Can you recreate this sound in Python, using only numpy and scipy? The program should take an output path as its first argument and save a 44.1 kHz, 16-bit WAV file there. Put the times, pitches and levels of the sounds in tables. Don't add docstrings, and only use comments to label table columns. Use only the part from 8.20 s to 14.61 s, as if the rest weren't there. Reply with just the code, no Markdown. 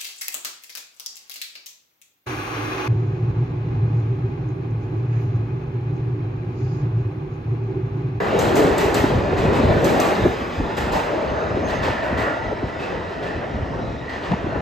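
import sys
import numpy as np
from scipy import signal
from scipy.fft import rfft, irfft, next_fast_len
from scipy.io import wavfile
from scipy.ndimage import uniform_filter1d, map_coordinates

SR = 44100
rng = np.random.default_rng(int(sys.argv[2]) if len(sys.argv) > 2 else 0)


def digitize_waveform(pressure):
    field = np.atleast_2d(pressure).T
    bounded = np.clip(field, -1, 1)
    quanta = np.round(bounded * 32767).astype(np.int16)
    wavfile.write(sys.argv[1], SR, quanta)


N = 282680

# time_s, level_db (relative)
ROLLING_LEVEL = [(0.0, -21.5), (0.46, -19.5), (0.71, -21.5), (1.02, -23), (1.8, -19.5), (1.91, -19),
                 (2.12, -26), (2.28, -30), (2.45, -27.5), (2.84, -25.5), (3.19, -26.5), (4.12, -29),
                 (4.36, -30), (4.71, -30.5), (5.25, -30), (5.87, -33), (6.41, -27.5)]
# (relative, per Hz)
CAR_SPECTRUM = [(30, -12), (70, -16.5), (160, -5), (260, -5), (400, -1), (540, -4.5), (700, -6.5),
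                (1000, -14.5), (1400, -20.5), (2500, -51), (6000, -66)]
TUNNEL_SPECTRUM = [(100, -28), (300, 0), (470, -1), (590, 5.5), (670, 0), (780, 1), (900, 1.5),
                   (1080, -2.5), (1420, -1), (1650, -4), (1950, -8), (2200, -17), (2600, -14.5),
                   (4000, -32.5), (9000, -55.5)]
HISS_SPECTRUM = [(900, -11.5), (2000, 5), (2600, 2.5), (3300, -2.5), (3900, -2.5), (4500, -8), (5100, -8),
                 (5800, -15), (6400, -13), (8000, -23), (10000, -37), (12000, -32), (15500, -40)]
EDGE_SPECTRUM = [(1500, -37), (3500, -2), (5000, 0.5), (6200, 1), (7600, 2), (9000, 0), (10200, -4.5),
                 (12000, -2), (14000, -2), (15500, -7)]
TAIL_S, TAIL_FADE_S = 2.15, 0.056
CARS_DB, CARS_BEHIND_DB = 1, -3.5
ROAR_DB, ROAR_BEHIND_DB = -5.5, 2.5
ROAR_GRIT_DB, ROAR_GRIT_PER_S = 1.18, 45
MOUTH_S, MOUTH_LENGTH_S, MOUTH_DB = 4.03, 0.28, 7
HISS_DB, HISS_DB_PER_DOUBLING = -36, -2
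HISS_FOLLOWS = 0.36
SIZZLE_DB, SIZZLE_DB_PER_DOUBLING = -51, -8.5


def rolling():
    level_db, = curves(ROLLING_LEVEL)
    behind, far, unevenness = onset(TAIL_S, TAIL_FADE_S), doublings(), wobble(14)

    cars_db = level_db + CARS_DB + CARS_BEHIND_DB * behind + 1.33 * unevenness
    cars = amp(cars_db) * rush(CAR_SPECTRUM, patchy_db=2.0)

    mouth_db = MOUTH_DB * bell(MOUTH_S, MOUTH_LENGTH_S)
    roar_db = level_db + ROAR_DB + ROAR_BEHIND_DB * behind + mouth_db
    grit_db = ROAR_GRIT_DB * wobble(ROAR_GRIT_PER_S)
    tunnel = amp(roar_db + grit_db) * rush(TUNNEL_SPECTRUM, patchy_db=2.5)

    swells_db = HISS_FOLLOWS * (level_db - level_db.mean())
    hiss_db = HISS_DB + HISS_DB_PER_DOUBLING * far + swells_db
    hiss = amp(hiss_db + 0.61 * wobble(25)) * rush(HISS_SPECTRUM, patchy_db=2.5)

    sizzle_db = SIZZLE_DB + SIZZLE_DB_PER_DOUBLING * far + 1.6 * wobble(26)
    sizzle = amp(sizzle_db) * noise(EDGE_SPECTRUM)
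    return cars + tunnel + hiss + sizzle


TRUCKS_PASS_S, TRACK_M = [.35, 1.85], 3.4


def doublings():
    t = np.arange(N) / SR
    paths_m = [np.abs(t - s) * speed((t + s) / 2) for s in TRUCKS_PASS_S]
    along_track_m = np.min(paths_m, axis=0)
    return np.log2(np.hypot(1, along_track_m / TRACK_M))


SPEED_M_S, ACCEL_M_S2 = 12.42, .46


def speed(t):
    return SPEED_M_S + ACCEL_M_S2 * t


# (relative, per Hz)
CLANG_SPECTRUM = [(100, -11), (350, 8), (800, 8.5), (1300, 3), (1900, 3.5), (2300, -3), (2700, -1.5),
                  (3300, -7.5), (4000, -10), (5500, -15), (9000, -40)]
# freq_hz, decay_t60_s
STATION_DECAY = [(200, 0.9), (1000, 1.18), (3000, 1.11), (7000, 0.7), (15000, 0.49)]
BLOW_RING_DB, MODE_SCATTER_DB = -4.5, 3.5
CRACK_T60_S, PING_DB = 0.027, -3
CLANK_DB = 0.5


def joints():
    out, t = np.zeros((2, N)), np.arange(SR) / SR
    for start_s, edge_db, clang_db, distance_m, crack_db, ping_hz in axle_blows():
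        air = lambda hz: amp(-.25 * distance_m * (hz / 10000) ** 2)
        excited_db = BLOW_RING_DB + MODE_SCATTER_DB * rng.standard_normal(len(WHEEL_MODES))
        edge = noise(EDGE_SPECTRUM, size=SR)
        steel = unit(filtered(edge, lambda hz: wheel(hz, excited_db) * air(hz)))
        clang = amp(clang_db + 4.5) * noise(CLANG_SPECTRUM, size=SR)

        hz, age_s, bands = signal.stft(amp(edge_db - 15.5) * steel + clang, SR, nperseg=256)
        decay = amp(-60 * age_s / along(STATION_DECAY, hz)[:, None])
        tail = signal.istft(bands * decay, SR, nperseg=256)[1][:, :SR]
        build_up = 1 - np.exp(-t / (0.0019 + 0.00067 * distance_m))
        rattle = amp(2.2 * wobble(66, size=SR) * np.exp(-t / 0.045))
        spread = amp([[0], [4 / np.sqrt(distance_m / 2.9)]])
        echo = unit(spread) * tail * build_up * rattle

        direct = amp(edge_db + crack_db) / distance_m
        crack = direct * amp(-60 * t / CRACK_T60_S) * steel
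        add(out, start_s, direct * amp(PING_DB) * ping(ping_hz))
        add(out, start_s, echo + crack + amp(clang_db + CLANK_DB) * clanks())
    return out


# rear_axle_s, steel_edge_db, clang_db, distance_m, front_axle_db (over rear),
# rear_crack_db, front_crack_db (over the edge), ping_hz; edge and clang levels are relative
JOINT_CROSSINGS = [(0.3554, -16, -27, 5.5, -1.5, -1.5, 4.5, 6160),
                   (0.7435, -16.5, -24.5, 4.4, 0, 2.5, 0, 7830), (1.329, -25.5, -29.5, 18, -1, 4, -2, 6300),
                   (1.8006, -16.5, -26, 4, -1, 3, -1.5, 6440), (2.72, -22, -26.5, 9.3, -2, 0.5, -1, 7300),
                   (3.623, -27, -25, 13, -4.5, -4, -5, 3750), (3.974, -28.5, -29.5, 11, -7, -2, -4, 4050),
                   (4.594, -34.5, -32, 27, -8.5, 0, 0, 2620), (5.024, -37, -34, 23, -7, 5, 0, 2670),
                   (6.022, -35.5, -31.5, 32, -1, 4, 5, 3850)]
WHEELBASE_M = 2.08


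def axle_blows():
    for (rear_s, edge_db, clang_db, distance_m, front_db,
         rear_crack_db, front_crack_db, ping_hz) in JOINT_CROSSINGS:
        front_s = rear_s - WHEELBASE_M / speed(rear_s)
        yield front_s, edge_db + front_db, clang_db + front_db, distance_m, front_crack_db, ping_hz
        yield rear_s, edge_db, clang_db, distance_m, rear_crack_db, ping_hz


# pitch_hz, width_hz, level_db (over the broad base, before each blow's offset)
WHEEL_MODES = [(4020, 380, 3), (5000, 150, -14), (6330, 280, -1), (7250, 300, -3.5), (7830, 190, -9.5),
               (8440, 180, -7), (12300, 160, -2), (13700, 300, -1), (14930, 190, 9)]


def wheel(hz, excited_db):
    response = 1
    for (pitch_hz, width_hz, level_db), extra_db in zip(WHEEL_MODES, excited_db):
        response = response + amp(level_db + extra_db) / (1 + (2 * (hz - pitch_hz) / width_hz) ** 2)
    return response


PING_T60_S, PING_SPREAD = 0.048, .05


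def ping(hz):
    t = np.arange(SR // 5) / SR
    split_hz = hz * np.exp(PING_SPREAD * rng.standard_normal(size=(5, 1)))
    modes = np.sin(2 * np.pi * (split_hz * t + rng.random(size=(2, 5, 1))))
    return unit(modes.sum(axis=1)) * amp(-60 * t / PING_T60_S)


CLANK_DELAY_S, CLANK_HZ, CLANK_T60_S = .05, 3790, 0.059
CLANK_DULL_HZ = 4780


def clanks():
    out, t = np.zeros((2, SR)), np.arange(SR // 20) / SR
    for delay_s in rng.exponential(CLANK_DELAY_S, size=9):
        hz = CLANK_HZ * np.exp(0.25 * rng.standard_normal(size=(6, 1)))
        modes = np.sin(2 * np.pi * (hz * t + rng.random(size=(2, 6, 1))))
        modes = modes / (1 + (hz / CLANK_DULL_HZ) ** 6)
        add(out, delay_s, amp(-40 * delay_s - 60 * t / CLANK_T60_S) * modes.mean(axis=1))
    return out


# middle_s, length_s (the swell spans 1.4 times this), pitch_hz, width_hz, level_db (relative)
RESONANT_SWELLS = [(1.87, .18, 1155, 60, -28.5), (2.08, .3, 6400, 220, -55), (2.2, .2, 1605, 70, -40),
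                   (2.765, .17, 890, 180, -24), (2.755, .13, 790, 80, -26), (2.75, .15, 610, 70, -25),
                   (3.0, .2, 900, 90, -34), (3.06, .11, 450, 80, -27), (3.23, .14, 460, 50, -29.5),
                   (3.17, .45, 6290, 220, -57), (3.47, .1, 6400, 240, -48.5), (3.56, .12, 6400, 220, -50),
                   (4.1, .35, 1410, 100, -35.5), (4.2, .4, 885, 80, -36), (4.22, .3, 6330, 200, -62),
                   (4.66, .2, 2610, 130, -41), (4.7, .25, 380, 60, -36), (5.12, .3, 2630, 150, -49),
                   (5.68, .2, 3900, 220, -53), (5.82, .15, 3820, 220, -53)]
SWELLS_DB, SWELL_FLICKER_DB = -0.5, -1.5


def resonant_swells():
    out = np.zeros((2, N))
    for middle_s, length_s, pitch_hz, width_hz, level_db in RESONANT_SWELLS:
        size = int(1.4 * length_s * SR)
        swell = np.hanning(size) * amp(SWELL_FLICKER_DB * wobble(32.6, size=size))
        resonance = lambda hz: 1 / (1 + (2 * (hz - pitch_hz) / width_hz) ** 2)
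        band = unit(filtered(rng.standard_normal((2, SR)), resonance))[:, :size]
        add(out, middle_s - size / SR / 2, amp(level_db + SWELLS_DB) * swell * band)
    return out


# time_s, lower_mode_db, upper_mode_db
GRIND_LEVELS = [(0, -54, -53), (3.35, -59, -54), (3.53, -37.5, -41), (3.75, -38, -43), (4.03, -44, -34),
                (4.4, -50, -45.5), (4.65, -52, -44), (4.9, -48, -46.5), (5.12, -40.5, -44), (5.4, -55, -49),
                (5.62, -62, -58), (5.93, -45, -40.5), (6.12, -48, -48), (6.41, -53, -53)]
GRIND_HZ, GRIND_WIDTH_HZ = [1778, 1930], 113


def grind():
    out = np.zeros((2, N))
    for hz, level_db in zip(GRIND_HZ, curves(GRIND_LEVELS)):
        level = amp(level_db + 1.6 * wobble(12))
        out += level * tone(hz * (1 + .009 * wobble(5.4)), width_hz=GRIND_WIDTH_HZ)
    return out


# start_s, end_s, pitch_hz_per_m_s, level_db
GEAR_WHINES = [(.25, 0.916, 32.07, -28.5), (1.42, 2.023, 32.2, -35), (2.853, 4.355, 44.9, -32.5),
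               (4.363, 6.6, 44.35, -43)]
WHINE_FADE_S = 0.03


def whines():
    out, m_per_s = np.zeros((2, N)), speed(np.arange(N) / SR)
    for start_s, end_s, hz_per_speed, level_db in GEAR_WHINES:
        heard = onset(start_s, WHINE_FADE_S) * (1 - onset(end_s, WHINE_FADE_S))
        level = heard * amp(level_db + 1.9 * wobble(12))
        pitch_hz = hz_per_speed * m_per_s * (1 + 0.008 * wobble(6))
        out += level * tone(pitch_hz, width_hz=78)
    return out


# time_s, level_db
MOTOR_LEVEL = [(1.7, -66), (2.35, -57.5), (2.8, -64), (3.3, -60), (3.8, -67), (4.3, -62), (4.9, -67),
               (5.65, -62), (5.9, -69), (6.41, -70)]
MOTOR_HZ_PER_SPEED = 370.5


def motor():
    level_db, = curves(MOTOR_LEVEL)
    pitch_hz = MOTOR_HZ_PER_SPEED * speed(np.arange(N) / SR)
    return amp(level_db + 1.7 * wobble(12)) * tone(pitch_hz, width_hz=96)


# start_s, level_db (relative), pitch_hz (near the peak)
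HARD_EDDIES = [(.218, -17, 330), (0.395, -10, 342), (.437, -8.5, 433), (.463, -11, 484), (.5, -15, 55.7),
               (0.65, -10.5, 119), (.69, -9, 415), (0.835, -2.5, 287), (.897, -10.5, 260),
               (.942, -10.5, 190), (.958, -9.5, 97.5), (.975, -10.5, 80), (1.122, -9, 430),
               (1.245, -7.5, 195), (1.39, -5, 236), (1.428, -4.5, 263), (1.444, -1.5, 100), (1.5, -6, 89),
               (1.563, -8.5, 195), (2.023, -12.5, 123), (2.033, -13, 358), (2.047, -4.5, 398.5),
               (2.055, -2.5, 330), (2.2, -22, 54.7), (2.207, -15, 270), (2.372, -18, 90),
               (2.422, -16.5, 80), (3.107, -13.5, 327), (3.217, -21, 470), (3.316, -15, 376),
               (3.364, -10, 420), (3.434, -16.5, 420), (3.529, -14, 565), (3.656, -14.5, 350),
               (3.676, -11, 477), (3.921, -14.5, 263), (3.983, -19, 265), (4.077, -23, 555),
               (4.311, -15, 640), (4.321, -13, 385), (4.424, -15.5, 279), (4.434, -10, 118),
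               (5.176, -21, 220), (5.338, -15, 75), (5.421, -12, 79.6), (5.585, -17.5, 296),
               (5.616, -16.5, 209), (6.111, -6.5, 201), (6.114, -11, 640), (6.126, -14, 695),
               (6.129, -8, 190), (6.26, -11.5, 281), (6.354, -13, 317)]
# (relative, per Hz)
FLUTTER_SPECTRUM = [(15, -19), (30, -11.5), (55, 2), (90, 2), (150, -2), (300, -10), (700, -13.5),
                    (2000, -104)]
PUFF_SPECTRUM = [(50, -11), (200, -7), (600, 16.5), (950, 9), (1350, -5), (1800, -28), (4000, -63)]
FLUTTER_DB, SWIRLS_DB = -0.63, -4.5
EDDY_RISE_S = 0.0092
PUFF_DB, PUFF_HZ = -9, 330
KNOCK_SAG, SWIRL_SAG = .2, 0.33


def draught():
    db = wind_db()
    swirls, hard = np.zeros(N), np.zeros((2, N))
    mid_only = np.array([[1], [0]])
    for when, (colour, strength) in zip(rng.random(size=260), rng.standard_normal(size=(260, 2))):
        hz = 190 * np.exp(0.578 * colour)
        swirl = eddy(hz, life=0.0048 + 0.99 / hz, rough=0.343, sag=SWIRL_SAG)
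        add(swirls, when * N / SR, amp(1.5 * min(strength, 1.3)) * swirl)
    for start_s, level_db, hz in HARD_EDDIES:
        swing = eddy(hz, life=max(EDDY_RISE_S, 1 / hz), rough=0.273, sag=KNOCK_SAG)
        tearing = amp(PUFF_DB) * min(hz / PUFF_HZ, 1) * np.abs(swing)
        puff = tearing * noise(PUFF_SPECTRUM, size=len(swing))
        add(hard, start_s, amp(level_db - 5.0) * (swing * mid_only + puff))
    flutter = amp(db + FLUTTER_DB + 0.8 * wobble(22)) * noise(FLUTTER_SPECTRUM)
    return flutter + amp(db + SWIRLS_DB) * unit(swirls) * mid_only + hard


def eddy(hz, life, rough, sag):
    t = np.arange(SR // 6) / SR
    slowing = sag * np.clip(1 - t / life, -2, 1)
    pitch_hz = hz * np.exp(slowing + rough * wobble(407, size=len(t)))
    swell = (t / life) ** 2 * np.exp(1 - (t / life) ** 2)
    return swell * np.sin(2 * np.pi * (np.cumsum(pitch_hz) / SR + rng.random()))


# middle_s, length_s, level_db (relative)
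WIND_GUSTS = [(0.258, 0.12, -24), (0.666, .05, -32), (0.864, 0.35, -25.5), (0.97, 0.076, -19.5),
              (1.228, 0.28, -22.5), (1.503, 0.26, -20), (2.058, 0.086, -20.5), (2.424, 0.12, -25.5),
              (2.674, 0.2, -27.5), (3.114, 0.086, -28), (3.4, 0.27, -29.5), (3.644, 0.2, -27),
              (3.978, 0.13, -25), (4.295, 0.092, -28), (4.465, 0.087, -32.5), (4.774, 0.075, -31),
              (5.172, 0.068, -30), (5.373, 0.12, -26), (5.63, 0.33, -29), (6.122, 0.056, -22.5),
              (6.38, 0.36, -27.5)]
DRAUGHT_DB = -36.5


def wind_db():
    power = amp(DRAUGHT_DB) ** 2
    for middle_s, length_s, level_db in WIND_GUSTS:
        power = power + (amp(level_db) * bell(middle_s, length_s)) ** 2
    return 10 * np.log10(power)


def bell(s, length):
    u = np.abs(np.arange(N) / SR - s) / length
    swell, near = np.zeros(N), u < 2
    swell[near] = .5 ** ((2 * u[near]) ** 2)
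    return swell


def onset(s, fade_s):
    return .5 + .5 * np.tanh((np.arange(N) / SR - s) / fade_s)


def tone(hz, width_hz):
    phase = 2 * np.pi * np.cumsum(hz * np.ones(N)) / SR
    a, b = filtered(rng.standard_normal((2, 2, N)), lambda f: 1 / (1 + (2 * f / width_hz) ** 2))
    return unit(a * np.cos(phase) + b * np.sin(phase))


def rush(spectrum, patchy_db):
    bands = signal.stft(noise(spectrum), nperseg=1024)[2]
    field = rng.standard_normal(bands.shape[1:])
    field = uniform_filter1d(field, size=3, axis=0)
    field = uniform_filter1d(field, size=14, axis=1)
    return unit(signal.istft(bands * amp(patchy_db * unit(field)), nperseg=1024)[1][:, :N])


def noise(spectrum, size=N):
    return unit(filtered(rng.standard_normal((2, size)), lambda hz: amp(along(spectrum, hz))))


def filtered(x, response):
    m = next_fast_len(x.shape[-1] + 8192, True)
    return irfft(rfft(x, m) * response(np.fft.rfftfreq(m, 1 / SR)), m)[..., :x.shape[-1]]


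def wobble(rate, size=N):
    coarse = np.arange(0, size + 32, 32)
    knots = rng.standard_normal(int(size * rate / SR) + 4)
    smooth = map_coordinates(knots, [coarse * rate / SR], mode="nearest")
    return np.interp(np.arange(size), coarse, smooth)


def curves(rows):
    s, *cols = np.transpose(rows)
    return [np.interp(np.arange(N) / SR, s, c) for c in cols]


def along(points, hz):
    f, v = np.transpose(points)
    return np.interp(np.log(hz + 1), np.log(f + 1), v)


def add(track, s, sound):
    part = track[..., max(round(s * SR), 0):][..., :sound.shape[-1]]
    part += sound[..., :part.shape[-1]]


def amp(db):
    return 10 ** (np.asarray(db) / 20)


def unit(x):
    return x / np.sqrt(np.mean(x ** 2) + 1e-20)


# freq_hz, left_right_likeness (1 = same)
PORT_LIKENESS = [(60, 1), (130, 0.8), (230, 0.84), (500, 0.59), (800, 0.55), (1250, 0.23), (1600, 0.32),
                 (1750, 0.78), (2600, 0.89), (5500, 0.8), (7000, 0.89), (10000, 1), (13000, 0.88),
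                 (15000, 0.7)]
# freq_hz, lead_rad
PORT_LEAD = [(300, 0), (1080, .8), (1400, 3.1), (1600, 3.6), (1750, 6.3), (3000, 6.9), (4800, 6.4),
             (5750, 5.3), (6600, 6.3), (7700, 5.9), (10000, 3.1), (11900, .7), (13000, 0), (13800, -.6),
             (14900, -3.1)]
# freq_hz, level_db
PORT_TILT = [(60, 1.5), (99, -1.5), (160, 1.5), (270, 0), (450, 1), (740, 2), (1220, -2), (2010, -1.5),
             (3330, 2), (5500, 0), (9080, -0.5), (15000, 0.0)]


def scene():
    turn = lambda hz: np.arccos(np.clip(along(PORT_LIKENESS, hz), -1, 1)) / 2
    field = rolling() + joints() + resonant_swells() + grind() + whines() + motor() + draught()
    field = field * signal.windows.tukey(N, .001)
    mid, side = filtered(field, lambda hz: np.array([np.cos(turn(hz)), np.sin(turn(hz))]))
    pair = np.array([mid + side, mid - side])
    half = np.array([[.5], [-.5]])
    tilt = lambda hz: amp(half * along(PORT_TILT, hz))
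    lead = lambda hz: np.exp(1j * half * along(PORT_LEAD, hz))
    return filtered(pair, lambda hz: tilt(hz) * lead(hz))


BASS_HZ, TOP_HZ = 35, 15600


def record(dry):
    return filtered(dry, lambda hz: (hz < TOP_HZ) * hz ** 2 / np.hypot(hz ** 2, BASS_HZ ** 2))


dry = scene()
out = record(dry)
digitize_waveform(out)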